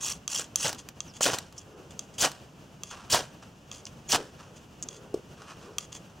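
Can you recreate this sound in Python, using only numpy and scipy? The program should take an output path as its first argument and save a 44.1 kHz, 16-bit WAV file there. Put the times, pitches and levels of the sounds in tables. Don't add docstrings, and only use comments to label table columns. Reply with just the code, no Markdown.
import sys
import numpy as np
from scipy import signal
from scipy.fft import rfft, irfft
from scipy.io import wavfile
from scipy.ndimage import uniform_filter1d

SR = 44100
rng = np.random.default_rng(int(sys.argv[2]) if len(sys.argv) > 2 else 0)


def log_audio(samples):
    frames = np.atleast_2d(samples).T
    limited = np.clip(frames, -1, 1)
    pcm = np.round(limited * 32767).astype(np.int16)
    wavfile.write(sys.argv[1], SR, pcm)


N = 273420
TIME = np.arange(N) / SR


def amp(db):
    return 10 ** (np.asarray(db) / 20)


def unit(x):
    return x / np.sqrt(np.mean(x ** 2) + 1e-20)


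def peaked(x, db):
    return amp(db) * x / abs(x).max()


def read(points, hz):
    table_hz, value = np.transpose(points)
    return np.interp(np.log(hz + 1), np.log(table_hz + 1), value)


def add(mix, start_s, sound):
    part = mix[max(round(start_s * SR), 0):][:len(sound)]
    part += sound[:len(part)]


def level(rows, shape):
    out = np.zeros(N)
    for start_s, *settings in rows:
        add(out, start_s, shape(TIME[:SR], *settings))
    return out


def band(x, lo_hz, hi_hz):
    edges_hz = [lo_hz, min(hi_hz, SR / 2 - 1)]
    return signal.sosfilt(signal.butter(2, edges_hz, "band", fs=SR, output="sos"), x)


def unit_in(x, lo_hz, hi_hz):
    return x / band(x, lo_hz, hi_hz).std()


def colour(x, spectrum, size=2048):
    hz = abs(np.fft.fftfreq(size, 1 / SR))
    log_gain = np.log(amp(read(spectrum, hz)))
    kernel = np.fft.ifft(np.exp(np.conj(signal.hilbert(log_gain)))).real
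    return signal.oaconvolve(x, kernel)[:len(x)]


def wander(rate_hz):
    hz = np.fft.rfftfreq(N, 1 / SR)
    return unit(irfft(rfft(rng.standard_normal(N)) / (1 + (hz / rate_hz) ** 4), N))


def grains(per_s, spread_db):
    size = amp(spread_db * np.minimum(rng.exponential(1, N), 4))
    sign = rng.choice([-1, 1], N)
    return unit(size * sign * (rng.random(N) < per_s / SR))


def ring(modes, size=4096):
    t = TIME[:size]
    return sum(amp(db - 60 * t / t60) * np.sin(2 * np.pi * hz * t) for hz, db, t60 in modes)


def patchy(x, depth_db, size=256):
    spectra = signal.stft(x, nperseg=size)[2]
    patches = uniform_filter1d(rng.standard_normal(spectra.shape), 4, axis=0)
    patches = uniform_filter1d(patches, 3, axis=1)
    return signal.istft(spectra * amp(depth_db * unit(patches)), nperseg=size)[1][:N]


CONTACT_S = 0.0034


def press(t, build_s, hold_s, db, from_db, fade_db_per_s):
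    build = from_db * np.maximum(1 - t / build_s, 0)
    fade = fade_db_per_s * np.maximum(t - build_s - hold_s, 0)
    return np.minimum(t / CONTACT_S, 1) * amp(db + build - fade)


# frequency_hz, level_db, t60_s
STEEL_MODES = [(1268, -18, 0.026), (2520, -53, 0.0084), (2890, -11.5, 0.014), (3450, -5, 0.014),
               (5000, -1, 0.0062), (6320, -17, 0.018), (6585, 5.5, 0.0085), (7055, -1.5, 0.011),
               (7420, -10, 0.012), (9600, -30, 0.0064)]


def rasp(pressure, spectrum, gain_db, ring_db, judder_db, patch_db, spread_db):
    chips = patchy(grains(11000, spread_db), patch_db) * amp(judder_db * wander(240))
    steel = signal.oaconvolve(chips, ring(STEEL_MODES))[:N]
    sound = unit(colour(chips, spectrum)) + amp(ring_db) * unit(steel)
    return amp(gain_db) * pressure * unit_in(sound, 5000, 10000)


# start_s, build_s, hold_s, level_db (before the rasp's gain)
LIGHT_STROKES = [(0.003, 0.038, 0.079, -32.5), (.287, 0.036, 0.088, -32), (.567, 0.067, 0.049, -29)]
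# frequency_hz, level_db
RASP_SPECTRUM = [(100, -28), (600, -19), (1150, -12.5), (2250, -18), (2600, -2.5), (3300, -4.5), (3600, -9),
                 (5100, -9), (5450, 1.5), (6300, -3), (7800, -2), (9000, -10.5), (10200, -10.5),
                 (11000, -19.5)]


def light_strokes():
    def stroke(t, build_s, hold_s, db):
        return press(t, build_s, hold_s, db, from_db=-13, fade_db_per_s=563)

    return rasp(level(LIGHT_STROKES, stroke), RASP_SPECTRUM,
                gain_db=-2.0, ring_db=-8.0, judder_db=2.5, patch_db=3.0, spread_db=4.0)


# start_s, build_s, level_db (before the rasp's gain), fade_db_per_s
HARD_STROKES = [(1.206, 0.035, -22.5, 328), (1.31, 0.034, -34.5, 802), (2.18, 0.046, -24, 350),
                (3.097, 0.032, -22.5, 320), (4.089, .038, -23.5, 560)]
# frequency_hz, level_db
GOUGE_SPECTRUM = [(100, -15), (700, -18), (2100, -13.5), (3100, 2), (3900, -6), (5000, -2), (5800, -1),
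                  (7500, -1), (9000, -7.5), (10200, -9.5), (11500, -17), (16000, -14)]


def hard_strokes():
    def contact(t, build_s, db, fade_db_per_s):
        return press(t, build_s, 0, db, -13.5, fade_db_per_s)

    return rasp(level(HARD_STROKES, contact), GOUGE_SPECTRUM,
                gain_db=-2.0, ring_db=-13.5, judder_db=0.7, patch_db=2.5, spread_db=4.0)


# start_s, length_s, level_db (before gain_db), change_db along the slide
SLIDES = [(.152, .008, -49, 2), (.44, 0.0082, -47, -2), (.778, 0.022, -43.5, 2), (1.01, .055, -55, -8),
          (1.135, 0.037, -49.5, 6), (1.563, 0.058, -56, -1), (1.905, 0.01, -46, -11), (2.0, .05, -54, -9),
          (2.138, 0.013, -48.5, -5), (2.838, 0.057, -51.5, 5), (2.902, 0.01, -44.5, 3),
          (3.72, 0.08, -49.5, -6), (3.862, 0.0054, -45.5, 9), (4.558, 0.02, -51, -2),
          (4.9, 0.075, -52.5, 1), (5.788, 0.065, -47.5, -8), (5.918, 0.044, -45, 7.5)]


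def slides(gain_db=-1, grit_db=-3, judder_db=2.8, low_db=5):
    def touch_level(t, length_s, db, change_db):
        return press(t, length_s, 0, db + change_db / 2, -change_db, fade_db_per_s=750)

    touch = grains(11000, 1.4) * amp(judder_db * wander(170))
    weight = [(3400, low_db), (5800, 0)]  # frequency_hz, level_db
    free_modes = [(hz, db + read(weight, hz), t60) for hz, db, t60 in STEEL_MODES]
    steel = signal.oaconvolve(touch, ring(free_modes))[:N]
    grit = unit(colour(touch, GOUGE_SPECTRUM))
    return amp(gain_db) * level(SLIDES, touch_level) * unit(unit(steel) + amp(grit_db) * grit)


# start_s, peak_db, low_modes_db, top_modes_db, grip_ratio (factor on mode frequencies)
TICKS = [(0.2781, -13.5, 0, 6, 0.95), (.558, -7.5, -6, 23.5, 0.96), (1.0046, -17.5, 1, -20, 0.95),
         (1.9928, -19, -3.5, 1.5, 0.96), (2.8346, -21.5, 3.5, 26, 0.95), (3.7151, -24, 7, 4, 0.95),
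         (3.868, -28, 4.5, -7, 0.84), (4.8257, -20.5, -11.5, -7, 1), (4.83, -26, -14, -7, 1.03),
         (4.838, -28.5, -16, -10, 1), (4.8871, -21, -3, -9, 0.97), (5.7834, -13, 6, 20, 0.94),
         (5.9276, -26.5, 3, 1, 0.99)]


def ticks(crack_db=-13, crack_s=0.0023):
    out = np.zeros(N)
    for start_s, peak_db, low_db, top_db, grip in TICKS:
        weight = [(3400, low_db), (5800, 0), (7000, 0), (10000, top_db)]  # frequency_hz, level_db
        steel = ring([(hz * grip, db + read(weight, hz), t60) for hz, db, t60 in STEEL_MODES])
        t = TIME[:len(steel)]
        steel = steel * (1 - np.exp(-t / 0.00026))
        noise = rng.standard_normal(len(t)) * np.exp(-t / crack_s)
        crack = colour(colour(noise, RASP_SPECTRUM), weight)
        add(out, start_s, peaked(peaked(steel, 0) + peaked(crack, crack_db), peak_db))
    return out


# start_s, peak_db, length_s, centre_hz
BITES = [(0.349, -18, 0.0033, 6540), (0.64, -24, 0.0021, 6200), (1.23, -10.5, 0.0075, 6670),
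         (1.579, -32.5, 0.016, 6170), (2.211, -14, 0.0079, 6560), (3.1234, -12, .005, 5200),
         (3.854, -27.5, 0.00094, 5440), (4.118, -12.5, 0.0049, 4970), (4.833, -35, 0.0061, 6700)]


def bites(width_ratio=1.15, grit_db=-10, size=2048):
    out, t = np.zeros(N), TIME[:size]
    for start_s, peak_db, length_s, hz in BITES:
        slips = rng.standard_normal(size) * np.exp(-(t / length_s) ** 4)
        chatter = unit(band(slips, hz / width_ratio, hz * width_ratio))
        grit = unit(colour(slips, RASP_SPECTRUM))
        add(out, start_s, peaked(chatter + amp(grit_db) * grit, peak_db))
    return out


# start_s, length_s, level_db (before gain_db), first_hz, last_hz
SQUEALS = [(.01, .06, -31, 6360, 6580), (0.303, 0.049, -40, 6880, 7300), (.373, .022, -33, 6400, 6300),
           (.562, 0.11, -39, 6350, 6150), (1.062, 0.063, -53.5, 6700, 4550),
           (1.213, .017, -26.5, 7030, 7000), (4.075, .03, -45, 6800, 6700)]


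def squeals(width_hz=420, gain_db=-1, flutter_db=3):
    def arch(t, length_s, db):
        return amp(db) * np.sin(np.pi * np.minimum(t / length_s, 1))

    out = np.zeros(N)
    drive = (wander(width_hz) + 1j * wander(width_hz)) * amp(flutter_db * wander(159))
    for start_s, length_s, db, first_hz, last_hz in SQUEALS:
        glide_hz = np.interp(TIME, [start_s, start_s + length_s], [first_hz, last_hz])
        carrier = np.exp(2j * np.pi * np.cumsum(glide_hz) / SR)
        out += level([(start_s, length_s, db)], arch) * unit((drive * carrier).real)
    return amp(gain_db) * out


# frequency_hz, level_db, t60_s
NOOK_MODES = [(133, 0.5, 0.031), (400, -17, 0.033), (680, -2, 0.081), (780, 3, 0.051), (975, 15.5, 0.012),
              (1145, 0, 0.058), (1350, -13, 0.064), (1590, -23, 0.13), (3107, -2, .06)]


def nook(x, ring_db=-10):
    hollow = signal.oaconvolve(x, ring(NOOK_MODES))[:N]
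    return x + amp(ring_db) * x.std() * unit(hollow)


# start_s, swell_s, level_db (before gain_db), fade_db_per_s
FLARES = [(.385, 0.011, -41, 300), (.644, 0.0057, -31, 215), (1.207, 0.0055, -33, 750),
          (1.252, 0.012, -27, 178), (1.33, 0.0072, -37, 600), (2.219, 0.033, -24.5, 500),
          (3.127, 0.027, -24.5, 265), (4.123, 0.027, -24.5, 560)]
# frequency_hz, level_db
FLARE_SPECTRUM = [(40, -28), (130, -3), (450, -4.5), (700, -3.5), (900, -5.5), (1600, 1), (2100, -10.5),
                  (3100, -2), (3900, -7), (5600, -5.5), (8000, -10.5), (11500, -23.5), (16000, -33)]


def flares(gain_db=-0.5, crackle_db=-2, flutter_db=1.1, patch_db=2, dull_db=-4, full_db=-28):
    def burn(t, swell_s, db, fade_db_per_s):
        flame = press(t, swell_s, 0, db, -6, fade_db_per_s)
        embers = press(t, swell_s, 0, db - 16, -6, 130)
        return np.maximum(flame, embers)

    def kindle(t, build_s, db, fade_db_per_s):
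        return press(t, 0.049, 0, db - 21.5, 0, fade_db_per_s)

    heat = np.maximum(level(FLARES, burn), level(HARD_STROKES, kindle))
    bursts = rng.standard_normal(N) + amp(crackle_db) * grains(1800, 5.0)
    fire = patchy(bursts * amp(flutter_db * wander(220)), patch_db)
    fire = unit_in(nook(colour(fire, FLARE_SPECTRUM)), 300, 2000)
    body = signal.sosfilt(signal.butter(1, 1500, fs=SR, output="sos"), fire)
    bright = amp(dull_db * (1 - np.minimum(heat / amp(full_db), 1)))
    return amp(gain_db) * heat * (body + bright * (fire - body))


# start_s, peak_db, body_db (spectrum at 900 Hz)
POPS = [(0.6935, -17, 3), (0.7291, -18.5, -2), (0.7478, -29, -20), (0.888, -22.5, -12), (1.2088, -17.5, 20),
        (1.2963, -25, 12), (1.3472, -22, 14), (1.3861, -15, -14), (1.526, -35.5, 1), (2.2497, -11, 10),
        (2.317, -25, 0), (3.1479, -9.5, 4), (3.1545, -14, 9), (4.1595, -10.5, 9)]


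def pops(fizz_db=-15, fizz_s=0.0028, size=2048):
    out, t = np.zeros(N), TIME[:size]
    for start_s, peak_db, body_db in POPS:
        fizz = rng.standard_normal(size) * np.exp(-t / fizz_s)
        burst = signal.unit_impulse(size) + amp(fizz_db) * fizz
        spectrum = [(100, body_db - 18), (900, body_db), (2100, -6), (6800, -1), (11000, -15)]
        add(out, start_s, peaked(colour(burst, spectrum), peak_db))
    return out


# start_s, gain_db
KNOCKS = [(5.1415, -10.5), (5.158, -26.5), (5.172, -25.5), (5.192, -36)]
# frequency_hz, level_db, t60_s
BLOCK_MODES = [(394, 3.5, 0.025), (262, -37, 0.021), (590, -4.5, 0.017), (1160, -23, 0.016)]


def knocks(rise_s=0.0024, click_db=-26):
    out, body = np.zeros(N), ring(BLOCK_MODES)
    t = TIME[:len(body)]
    click = colour(rng.standard_normal(len(t)) * np.exp(-t / 0.0054), GOUGE_SPECTRUM)
    thud = body * (1 - np.exp(-(t / rise_s) ** 2)) + peaked(click, click_db)
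    for start_s, db in KNOCKS:
        add(out, start_s, amp(db) * thud)
    return out


def swing(t, rise_s, db, fade_db_per_s):
    rise = np.sin(np.pi / 2 * np.minimum(t / rise_s, 1)) ** 2
    return rise * amp(db - fade_db_per_s * np.maximum(t - rise_s, 0))


# start_s, rise_s, level_db, fade_db_per_s
RUSTLES = [(2.9, 0.017, -48, 72), (3.412, 0.021, -53.5, 480), (4.372, 0.023, -54, 114),
           (5.35, 0.045, -57.5, 65), (5.417, .004, -50, 900), (5.46, 0.042, -51.5, 252),
           (5.59, 0.031, -57.5, 76), (6.088, 0.013, -61, 478)]
# frequency_hz, level_db
CLOTH_SPECTRUM = [(150, -30), (450, -5), (750, -4), (1100, 2), (1650, -3), (2100, -13.5), (2700, -4.5),
                  (3900, -12.5), (6200, -10), (10000, -24.5), (16000, -43)]


def rustles(flutter_db=-1.5):
    cloth = colour(grains(9000, 4.3) * amp(flutter_db * wander(50)), CLOTH_SPECTRUM)
    return level(RUSTLES, swing) * unit_in(cloth, 900, 2000)


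# start_s, rise_s, level_db (before gain_db), fade_db_per_s
SWISHES = [(1.6, 0.16, -50, 45), (4.165, 0.0052, -32, 210), (4.445, 0.03, -51.5, 112),
           (4.8, 0.25, -50.5, 65), (5.33, 0.068, -59.5, 41), (5.52, .2, -48.5, 96)]
# frequency_hz, level_db
SLEEVE_SPECTRUM = [(60, -18), (200, -15.5), (410, 5), (700, -13), (1500, -16.5), (4000, -72), (16000, -64)]


def swishes(gain_db=-1):
    folds = unit(colour(rng.standard_normal(N), SLEEVE_SPECTRUM))
    return amp(gain_db) * level(SWISHES, swing) * folds


def nearby(x, echo_db=-17, echo_s=0.007, size=2048):
    echo = rng.standard_normal(size) * np.exp(-TIME[:size] / echo_s)
    return x + amp(echo_db) * signal.oaconvolve(x, echo / np.linalg.norm(echo))[:N]


# frequency_hz, level_db
PORT_BALANCE = [(60, -1), (500, 1), (1300, -2.5), (3000, 1.5), (6000, -1.5), (9000, 3), (15000, 1)]
# frequency_hz, phase_rad
PORT_PHASE = [(60, 0), (600, 0), (3450, .17), (5600, .15), (8000, .5), (10000, -.2), (15000, 0)]


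def ports(x, shade_db=-10):
    hz = np.fft.rfftfreq(N, 1 / SR)
    left = amp(read(PORT_BALANCE, hz) / 2) * np.exp(.5j * read(PORT_PHASE, hz))
    shade = amp(shade_db) * band(x, 8000, 20000) * wander(120)
    return irfft(rfft(x) * np.array([left, 1 / left]), N) + np.array([shade, -shade])


# frequency_hz, t60_s
YARD_DECAY = [(150, 0.13), (1000, 0.39), (5000, 0.28), (14000, 0.14)]


def yard(x, tail_db=-24):
    hz, t, spectra = signal.stft(rng.standard_normal((2, SR // 2)), SR, nperseg=256)
    decay = amp(-60 * t / read(YARD_DECAY, hz)[:, None])
    tail = signal.istft(spectra * decay, SR, nperseg=256)[1]
    return amp(tail_db) * signal.fftconvolve(x[None], tail / np.linalg.norm(tail[0]), axes=1)[:, :N]


# frequency_hz, level_db
AIR_SPECTRUM = [(25, -20), (60, -3.5), (150, 1.5), (320, -7), (700, -11.5), (1600, -18.5), (2100, -25.5),
                (2850, -17), (3900, -28), (6500, -24.5), (9000, -34.5), (12000, -37.5), (16000, -37.5)]
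# frequency_hz, correlation (1 = identical)
AIR_LIKENESS = [(30, 1), (120, 0.99), (550, 0.83), (1650, 0.38), (5000, 0.97), (15000, 0.13)]


def air(level_db=-52, waver_db=1.56):
    a, b = rfft(rng.standard_normal((2, N)))
    same = np.clip(read(AIR_LIKENESS, np.fft.rfftfreq(N, 1 / SR)), -1, 1)
    sides = irfft([a, same * a + np.sqrt(1 - same ** 2) * b], N)
    wash = np.array([unit_in(colour(side, AIR_SPECTRUM), 100, 1000) for side in sides])
    return wash * amp(level_db + waver_db * wander(15.0))


def scene():
    striker = light_strokes() + hard_strokes() + slides() + ticks() + bites() + squeals()
    work = nearby(striker + flares() + pops() + knocks() + rustles() + swishes())
    return ports(work) + yard(work) + air()


def record(dry):
    lowpass = signal.firwin(301, 15900, window=("kaiser", 8), fs=SR)
    return signal.oaconvolve(dry, lowpass[None], "same")


dry = scene()
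out = record(dry)
log_audio(out)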